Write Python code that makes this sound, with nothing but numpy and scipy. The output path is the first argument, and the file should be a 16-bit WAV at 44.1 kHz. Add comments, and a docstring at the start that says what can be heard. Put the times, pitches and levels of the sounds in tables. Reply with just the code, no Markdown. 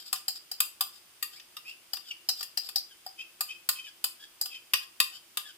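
"""A short scrape already under way opens the scene, over a faint steady hiss: a spoon in a glazed pot.
Knocks on the pot's wall or bottom follow, among further drags along the glaze that hiss or squeak.
Drags are sliding tones over grainy noise; knocks are decaying pot modes plus a burst of noise.
A hard kitchen answers both with a short tail of decaying noise; knocks towards the bottom also flutter.
The pot is held tilted over a stove while the spoon scrapes thick sauce out of it."""
import sys
import numpy as np
from scipy import signal
from scipy.fft import rfft, irfft, next_fast_len
from scipy.io import wavfile
from scipy.ndimage import map_coordinates

SR = 44100
rng = np.random.default_rng(int(sys.argv[2]) if len(sys.argv) > 2 else 0)


def dump(signal):
    """Clip the signal to [-1, 1] and save it as 16-bit WAV at the path in sys.argv[1]."""
    limited = np.clip(np.atleast_2d(signal).T, -1, 1)
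    pcm = np.round(limited * 32767).astype(np.int16)
    wavfile.write(sys.argv[1], SR, pcm)


N = 245637


def amp(db):
    """Decibels to gain."""
    return 10 ** (np.asarray(db) / 20)


def unit(x):
    """Scale to rms 1."""
    return x / np.sqrt(np.mean(x ** 2) + 1e-20)


def fade(t, t60):
    """Exponential decay, 60 dB down after t60 seconds."""
    return np.exp(-np.log(1000) * t / np.maximum(t60, 1e-3))


def along(points, hz):
    """Read (frequency, value) points on a log-frequency axis."""
    point_hz, values = np.transpose(points)
    return np.interp(np.log(hz + 1), np.log(point_hz + 1), values)


def wobble(rate, n):
    """A smooth random curve of n samples, rate knots a second."""
    knots = rng.standard_normal(int(n * rate / SR) + 4)
    return map_coordinates(knots, [np.arange(n) * rate / SR])


def filtered(x, response):
    """Multiply the spectrum of x by a response of frequency."""
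    n = x.shape[-1]
    m = next_fast_len(n + 4096)
    hz = np.fft.rfftfreq(m, 1 / SR)
    return irfft(rfft(x, m) * response(hz), m)[..., :n]


def half_angle(alike, hz):
    """Half the left-right phase angle whose cosine is the likeness of the two sides."""
    return np.arccos(np.clip(along(alike, hz), -1, 1)) / 2


def spread(pair, spectrum, alike):
    """Colour two unrelated signals and mix them to left and right, at rms 1."""
    def middle_and_side(hz):
        turn = half_angle(alike, hz)
        return amp(along(spectrum, hz)) * [np.cos(turn), np.sin(turn)]
    mid, side = filtered(pair, middle_and_side)
    return unit(np.array([mid + side, mid - side]))


def panned(x, db):
    """Make the left side db louder than the right."""
    return x * amp([[db / 2], [-db / 2]])


def add(track, s, x):
    """Mix x into track from time s."""
    i = round(s * SR)
    x = x[:, max(-i, 0):N - i]
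    track[:, max(i, 0):][:, :x.shape[1]] += x


# colour of the steady hiss: (pitch_hz, density_db per Hz, relative)
HISS_COLOUR = [(15, -40), (25, -7.5), (326, -5), (659, -4.5), (1330, -1.5), (1840, -2.5), (3080, 2.5),
               (4140, -3), (4870, 1.5), (5880, -3.5), (7310, -4.5), (9320, 0), (11900, -9), (14800, -0.5),
               (16000, -45)]
# how alike the hiss is on the two sides: (pitch_hz, likeness -1 to 1)
HISS_LIKENESS = [(60, 0.12), (180, 0.88), (550, 0.72), (1650, 0.21), (4970, -0.068), (15000, 0.2)]


def background():
    """Kitchen hiss: coloured noise with a fine wavering level, over a narrow low hum of filtered noise."""
    wavering = rng.standard_normal((2, N)) * amp(0.28 * wobble(1300, N))
    hiss = spread(wavering, HISS_COLOUR, HISS_LIKENESS)
    hum_colour = [(150, -51), (280, -49), (335, -22), (400, -35), (700, -103)]  # (pitch_hz, density_db)
    hum = spread(rng.standard_normal((2, N)), hum_colour, [(300, 0.98)])
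    return amp(-58.0) * hiss + amp(-77.5) * hum


# colour of the grainy rasp: (pitch_hz, density_db per Hz, relative)
RASP_COLOUR = [(350, -57), (600, -26), (768, -12), (944, -76), (1210, -17), (2240, -30), (3160, -14.5),
               (4520, -5), (5120, -1.5), (6290, -23), (7310, -6), (10700, -21.5), (13200, -10.5),
               (16000, -32)]
# how alike spoon sounds are on the two sides: (pitch_hz, likeness -1 to 1)
SPOON_LIKENESS = [(400, 0.88), (1200, 0.86), (2600, 0.59), (4800, -0.49), (7500, 0.18), (14000, -0.14)]


def drag(start, crest, end, from_hz, to_hz, squeak_db, half_db, rasp_db):
    """The spoon sticks and slips: a rough gliding squeak with its octave and half pitch, over a grainy rasp."""
    n = int((end - start) * SR)
    t = start + np.arange(n) / SR
    pressure = np.interp(t, [start, crest, end], [0, 1, 0])
    slips = unit(amp(2.6 * wobble(170, n)))
    pitch = np.linspace(from_hz, to_hz, n) * (1 + .012 * wobble(200, n))
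    phase = 2 * np.pi * np.cumsum(pitch) / SR + np.array([[.6], [-.6]])  # left leads right

    # uneven slips smear the squeak into a narrow band with wide skirts
    def smear(rate):
        return wobble(rate, n) + 1j * wobble(rate, n)
    core = .68 + .46 * smear(260)
    skirts = .18 * smear(1300)
    tone_and_octave = np.exp(1j * phase) + amp(-13) * np.exp(2j * phase)
    squeak = amp(squeak_db) * (core + skirts) * tone_and_octave
    groan = amp(half_db) * core * np.exp(.5j * phase)
    grains = rng.standard_normal((2, n)) * amp(4.5 * wobble(2500, n))
    rasp = amp(rasp_db - 7.5) * spread(grains, RASP_COLOUR, SPOON_LIKENESS)
    return pressure * slips * (1.156 * np.real(squeak + groan) + rasp)


def detuned_db(hz, centre_hz, reach_hz):
    """Loss away from a resonance: 1 dB at reach_hz, growing with the square of the distance."""
    return -((hz - centre_hz) / reach_hz) ** 2


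CREST_SHARE = 0.57  # how far into a drag the pressure peaks
# a squeak on this wall mode also wakes the next one up
TWIN_NEAR_HZ, TWIN_RATIO, TWIN_DB, TWIN_REACH_HZ = 2510, 1.22, 1.5, 44.8
# the half pitch speaks when it falls near a low wall mode
HALF_NEAR_HZ, HALF_DB, HALF_REACH_HZ = 1695, -4.5, 50
SILENT_DB = -120


def stroke(start, end, from_hz, to_hz, squeak_db, rasp_db):
    """One drag; its pitch sets how strongly the pot adds a half pitch below and a twin squeak above."""
    crest = start + CREST_SHARE * (end - start)
    hz = (from_hz + to_hz) / 2
    half_db = squeak_db + HALF_DB + detuned_db(hz / 2, HALF_NEAR_HZ, HALF_REACH_HZ)
    twin_db = squeak_db + TWIN_DB + detuned_db(hz, TWIN_NEAR_HZ, TWIN_REACH_HZ)
    main = drag(start, crest, end, from_hz, to_hz, squeak_db, half_db, rasp_db)
    twin = drag(start, crest, end, TWIN_RATIO * from_hz, TWIN_RATIO * to_hz, twin_db, SILENT_DB, SILENT_DB)
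    return main + twin


# modes of the pot, strengths relative: (pitch_hz, width_hz, wall_db, bottom_db)
POT_MODES = [ (766.3, 47, -37.5, -10), (1051, 17, -19.5, -40), (1203.4, 26, -13.5, -43),
             (1432, 92, -14, -13), (1735, 77, -18, -21), (1866, 52, -10.5, -20), (2550, 200, -11, -46),
             (2749, 54, -14.5, -37), (3111, 134, -17, -0.5), (3490, 75, -18, -4), (3660, 115, -5, -10),
             (4420, 72, -15, -19), (4674, 75, -6, -29), (4837, 94, -11, 1), (4901, 46, -12.5, -2),
             (5120, 120, -12, -4), (7070, 33, -20, -29), (7370, 59, -29, -6), (8030, 76, -12.5, -19),
             (8710, 90, -18, -17), (9725, 95, -13, -19), (10300, 55, -20, -23), (11530, 39, -15, -18.5),
             (12300, 160, -8.5, -9), (12900, 120, -17, -13), (13200, 120, -12, -5)]


def through_pot(x, gain_db):
    """A drag also sets the wall's modes ringing: a bank of resonances added to the direct sound."""
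    def modes(f):
        return sum(amp(wall_db) * 1j * f * width / (hz * hz - f * f + 1j * f * width)
                   for hz, width, wall_db, _ in POT_MODES)
    with_room_to_ring = np.pad(x, ((0, 0), (0, SR // 20)))
    return filtered(with_room_to_ring, lambda f: 1 + amp(gain_db) * modes(f))


# length of the room's tail: (pitch_hz, t60_s)
KITCHEN_T60 = [(300, 0.17), (1200, 0.37), (3000, 0.29), (5000, 0.26), (9000, 0.29), (15000, 0.2)]
# colour of the room's tail: (pitch_hz, gain_db)
KITCHEN_COLOUR = [(400, 4), (1100, 1.5), (1900, 0), (2750, 7), (3900, 0.5), (4850, 7), (6000, 1),
                  (7500, 1.5), (13000, 3.5)]


def kitchen(x):
    """Diffuse answer of the room: decaying coloured noise, drawn anew for each contact, convolved with x."""
    hz, t, z = signal.stft(rng.standard_normal((2, SR // 2)), SR, nperseg=256)
    build_up = 1 - np.exp(-t / 0.00067)
    shaped = z * fade(t, along(KITCHEN_T60, hz)[:, None]) * build_up
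    tail = signal.istft(shaped, SR, nperseg=256)[1]
    tail = filtered(tail / np.linalg.norm(tail[0]), lambda f: amp(along(KITCHEN_COLOUR, f)))
    return signal.fftconvolve(x, tail, axes=1)


# drags along the glaze, levels before pressure, pot and pan:
# (start_s, end_s, start_pitch_hz, end_pitch_hz, squeak_db, rasp_db)
GLAZE_DRAGS = [ (-0.06, 0.057, 3150, 3200, -58, -45), (0.036, 0.107, 4160, 4400, -64, -41.5),
               (0.326, 0.392, 4200, 5110, -57, -41.5), (0.908, 1.001, 3300, 3100, -71, -49.5),
               (1.301, 1.371, 2690, 3520, -56, -48), (1.35, 1.396, 1880, 2454, -54.5, -47),
               (1.646, 1.737, 2440, 2964, -43.5, -47), (2.035, 2.132, 3700, 2430, -55, -47.5),
               (2.101, 2.126, 2930, 2820, -33.5, -47.5), (2.348, 2.431, 5400, 4350, -55, -38.5),
               (2.614, 2.697, 5300, 3660, -68, -40.5), (2.886, 2.943, 3400, 3000, -57, -60),
               (3.174, 3.237, 2500, 2652, -45.5, -52), (3.481, 3.54, 2470, 2650, -44.5, -48),
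               (3.746, 3.825, 2570, 2510, -47.5, -52), (3.818, 3.896, 2640, 2366, -52.5, -51),
               (3.865, 3.899, 3570, 3140, -48.5, -48), (4.188, 4.268, 3235, 3350, -49.5, -51),
               (4.497, 4.587, 2680, 2470, -46.5, -48), (4.805, 4.852, 3420, 3340, -55, -45),
               (5.11, 5.19, 2900, 3170, -49.5, -44), (5.424, 5.53, 3660, 3017, -50, -51)]


def drags():
    """All drags: friction sound coloured by the pot, each with the room's answer."""
    out = np.zeros((2, N))
    for row in GLAZE_DRAGS:
        x = amp(1.0) * panned(through_pot(stroke(*row), gain_db=13.0), db=2.5)
        add(out, row[0], x)
        add(out, row[0], amp(-11.5) * kitchen(x))
    return out


def ring(t, depth, tonk_hz, tonk_db, free_db, free_t60):
    """The pot's modes at new strengths: damped under the spoon, then ringing on faintly."""
    hz, width, wall_db, bottom_db = np.transpose(POT_MODES)[:, :, None]
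    size, phase, lead, load = rng.standard_normal((4, len(POT_MODES), 1))
    scatter = amp(3 * size)
    # a blow favours the low mode whose antinode it lands on
    favoured = amp(tonk_db * np.exp(-((hz - tonk_hz) / 100) ** 2))
    by_place = (1 - depth) * amp(wall_db) + depth * amp(bottom_db)
    strength = scatter * favoured * by_place * np.sqrt(width)
    damped = np.exp(-np.pi * width * t)
    free = amp(free_db) * fade(t, free_t60 * (hz / 1000) ** -.6)  # free_t60 holds at 1 kHz
    # hand, spoon and sauce load the pot differently at each blow
    hz = hz * (1 + .008 * load)
    # each mode reaches left and right at its own phase
    lag = np.sign(lead) * half_angle(SPOON_LIKENESS, hz)

    def side(shift):
        return (strength * (damped + free) * np.sin(2 * np.pi * (hz * t + phase) + shift)).sum(0)
    return np.array([side(lag), side(-lag)])


# colour of the dense clatter of spoon and pot: (pitch_hz, density_db per Hz, relative)
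CLATTER_COLOUR = [(130, -4.5), (600, -14), (1150, -3), (1800, 8), (2200, -11.5), (2700, -5), (4200, 7),
                  (4900, -34), (5500, 4), (6200, -1), (7500, -1), (12800, -10), (14500, -1.5), (16000, -14)]
# body, clack, clink and tick of a contact: (from_hz, to_hz)
CONTACT_ZONES = [(400, 2200), (2200, 4200), (4200, 6000), (6000, 16000)]


def knock(depth, tonk_hz, tonk_db, levels_db, t60, clatter_db):
    """One contact: the pot's modes plus dense decaying noise, levelled zone by zone."""
    t = np.arange(SR // 4) / SR
    pot = ring(t, depth, tonk_hz, tonk_db, free_db=-19, free_t60=0.11)
    noise = spread(rng.standard_normal((2, len(t))), CLATTER_COLOUR, SPOON_LIKENESS)
    clatter = unit(noise * fade(t, t60))
    swell = 1 - np.exp(-t / .0017)  # the sound takes a moment to leave the pot
    blow = (pot + amp(clatter_db) * clatter) * swell
    out = 0
    for zone, db in zip(CONTACT_ZONES, levels_db):
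        band = signal.butter(2, zone, "band", fs=SR, output="sos")
        part = signal.sosfilt(band, blow)
        out = out + amp(db) * part / np.std(part[:, :SR // 50])  # levels hold for the first 20 ms
    return out


WALL_TONK_HZ, BOTTOM_TONK_HZ = 1137, 768  # the low mode that a blow favours
TONK_DB, TONK_GAIN = 4.5, 0.58  # lift of that mode; more dB for each dB of hollowness
WALL_CLATTER_S, BOTTOM_CLATTER_S = 0.039, 0.082  # t60 of the clatter
CLATTER_DB, CLATTER_LOSS = -4.5, 0.67  # clatter beside the modes; dB lost for each dB of hollowness
# the wall clacks, the bottom clinks; one row each for body, clack, clink and tick: (wall_db, bottom_db)
PLACE_WEIGHTS = [(-7.5, -6.5), (1, 1), (-1, 11.5), (1.5, 6.5)]


def strike(depth, level_db, sharp_db, hollow_db):
    """Depth sets colour, low note and length; the spoon's edge adds tick, a square blow body and less clatter."""
    wall_db, bottom_db = np.transpose(PLACE_WEIGHTS)
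    place_db = (1 - depth) * wall_db + depth * bottom_db
    levels_db = level_db + place_db + np.array([hollow_db, 0, 0, sharp_db])
    tonk_hz = BOTTOM_TONK_HZ if depth > .5 else WALL_TONK_HZ
    tonk_db = TONK_DB + TONK_GAIN * hollow_db
    t60 = np.interp(depth, [0, 1], [WALL_CLATTER_S, BOTTOM_CLATTER_S])
    return knock(depth, tonk_hz, tonk_db, levels_db, t60, CLATTER_DB - CLATTER_LOSS * hollow_db)


def add_flutter(track, s, x, gap, first_db, loss_db, count):
    """The pot's mouth beams the bottom's clink outward; it bounces between facing surfaces."""
    clink_band = signal.butter(1, (4200, 5600), "band", fs=SR, output="sos")
    beam = signal.sosfilt(clink_band, x)
    for k in range(count):
        add(track, s + (k + 1) * gap, amp(first_db - k * loss_db) * beam)


FLUTTER_GAP_S = .0236
KNOCK_PAN_DB = 2  # left over right
WALL_ROOM_DB, BOTTOM_ROOM_DB = -9.5, -11.5  # a blow near the mouth throws more into the room
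# spoon contacts, level before the place weights and pan:
# (start_s, depth 0 wall to 1 bottom, level_db, sharpness_db, hollowness_db)
SPOON_KNOCKS = [ (0.128, 0.32, -30.5, 2, 2), (0.158, 0, -42.5, -20, -8), (0.281, 0.69, -35.5, 1.5, -2.5),
                (0.514, 0.67, -41.5, 0.5, -1.5), (0.603, 0, -26.5, 4, -0.5), (0.808, 0.28, -27.5, 0.5, 0),
                (1.226, 0, -32.5, 1.5, 1), (1.397, 0, -49.5, -12, -4), (1.567, 0, -40.5, -6, 2),
                (1.933, 0.59, -36, -2.5, -1), (1.968, 0.13, -43, -4, 1.5), (2.288, 0.76, -31.5, -1, -3),
                (2.407, 0.48, -41, -5, 1), (2.428, 0.33, -39.5, 0.5, -2.5), (2.573, 0.7, -34.5, -2, -3.5),
                (2.688, 0.33, -41, -2, -0.5), (2.758, 0.99, -35.5, -0.5, -3), (3.063, 0.79, -48, 0, 11),
                (3.407, 0.29, -33, 3, 2.5), (3.689, 0.14, -26, 1.5, 1), (4.041, 0.19, -30, 2, -2),
                (4.412, 0.88, -41, 8, 0), (4.457, 0.38, -40, -1.5, -2), (4.735, 0.0088, -21, -4.5, 1.5),
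                (5.001, 0, -19.5, -3, -1.5), (5.371, 0.035, -29.5, -1.5, 0)]


def knocks():
    """All knocks, each with the room's answer and a flutter that grows with depth."""
    out = np.zeros((2, N))
    for s, depth, level_db, sharp_db, hollow_db in SPOON_KNOCKS:
        x = panned(strike(depth, level_db, sharp_db, hollow_db), KNOCK_PAN_DB)
        room_db = np.interp(depth, [0, 1], [WALL_ROOM_DB, BOTTOM_ROOM_DB])
        add(out, s, x)
        add(out, s, amp(room_db) * kitchen(x))
        add_flutter(out, s, depth * x, FLUTTER_GAP_S, first_db=-7, loss_db=11, count=3)
    return out


def scene():
    """Spoon and pot in the quiet kitchen."""
    return background() + drags() + knocks()


TOP_HZ = 16100


def record(dry):
    """Keep nothing at or above the band limit."""
    return filtered(dry, lambda hz: hz < TOP_HZ)


dry = scene()
out = record(dry)
dump(out)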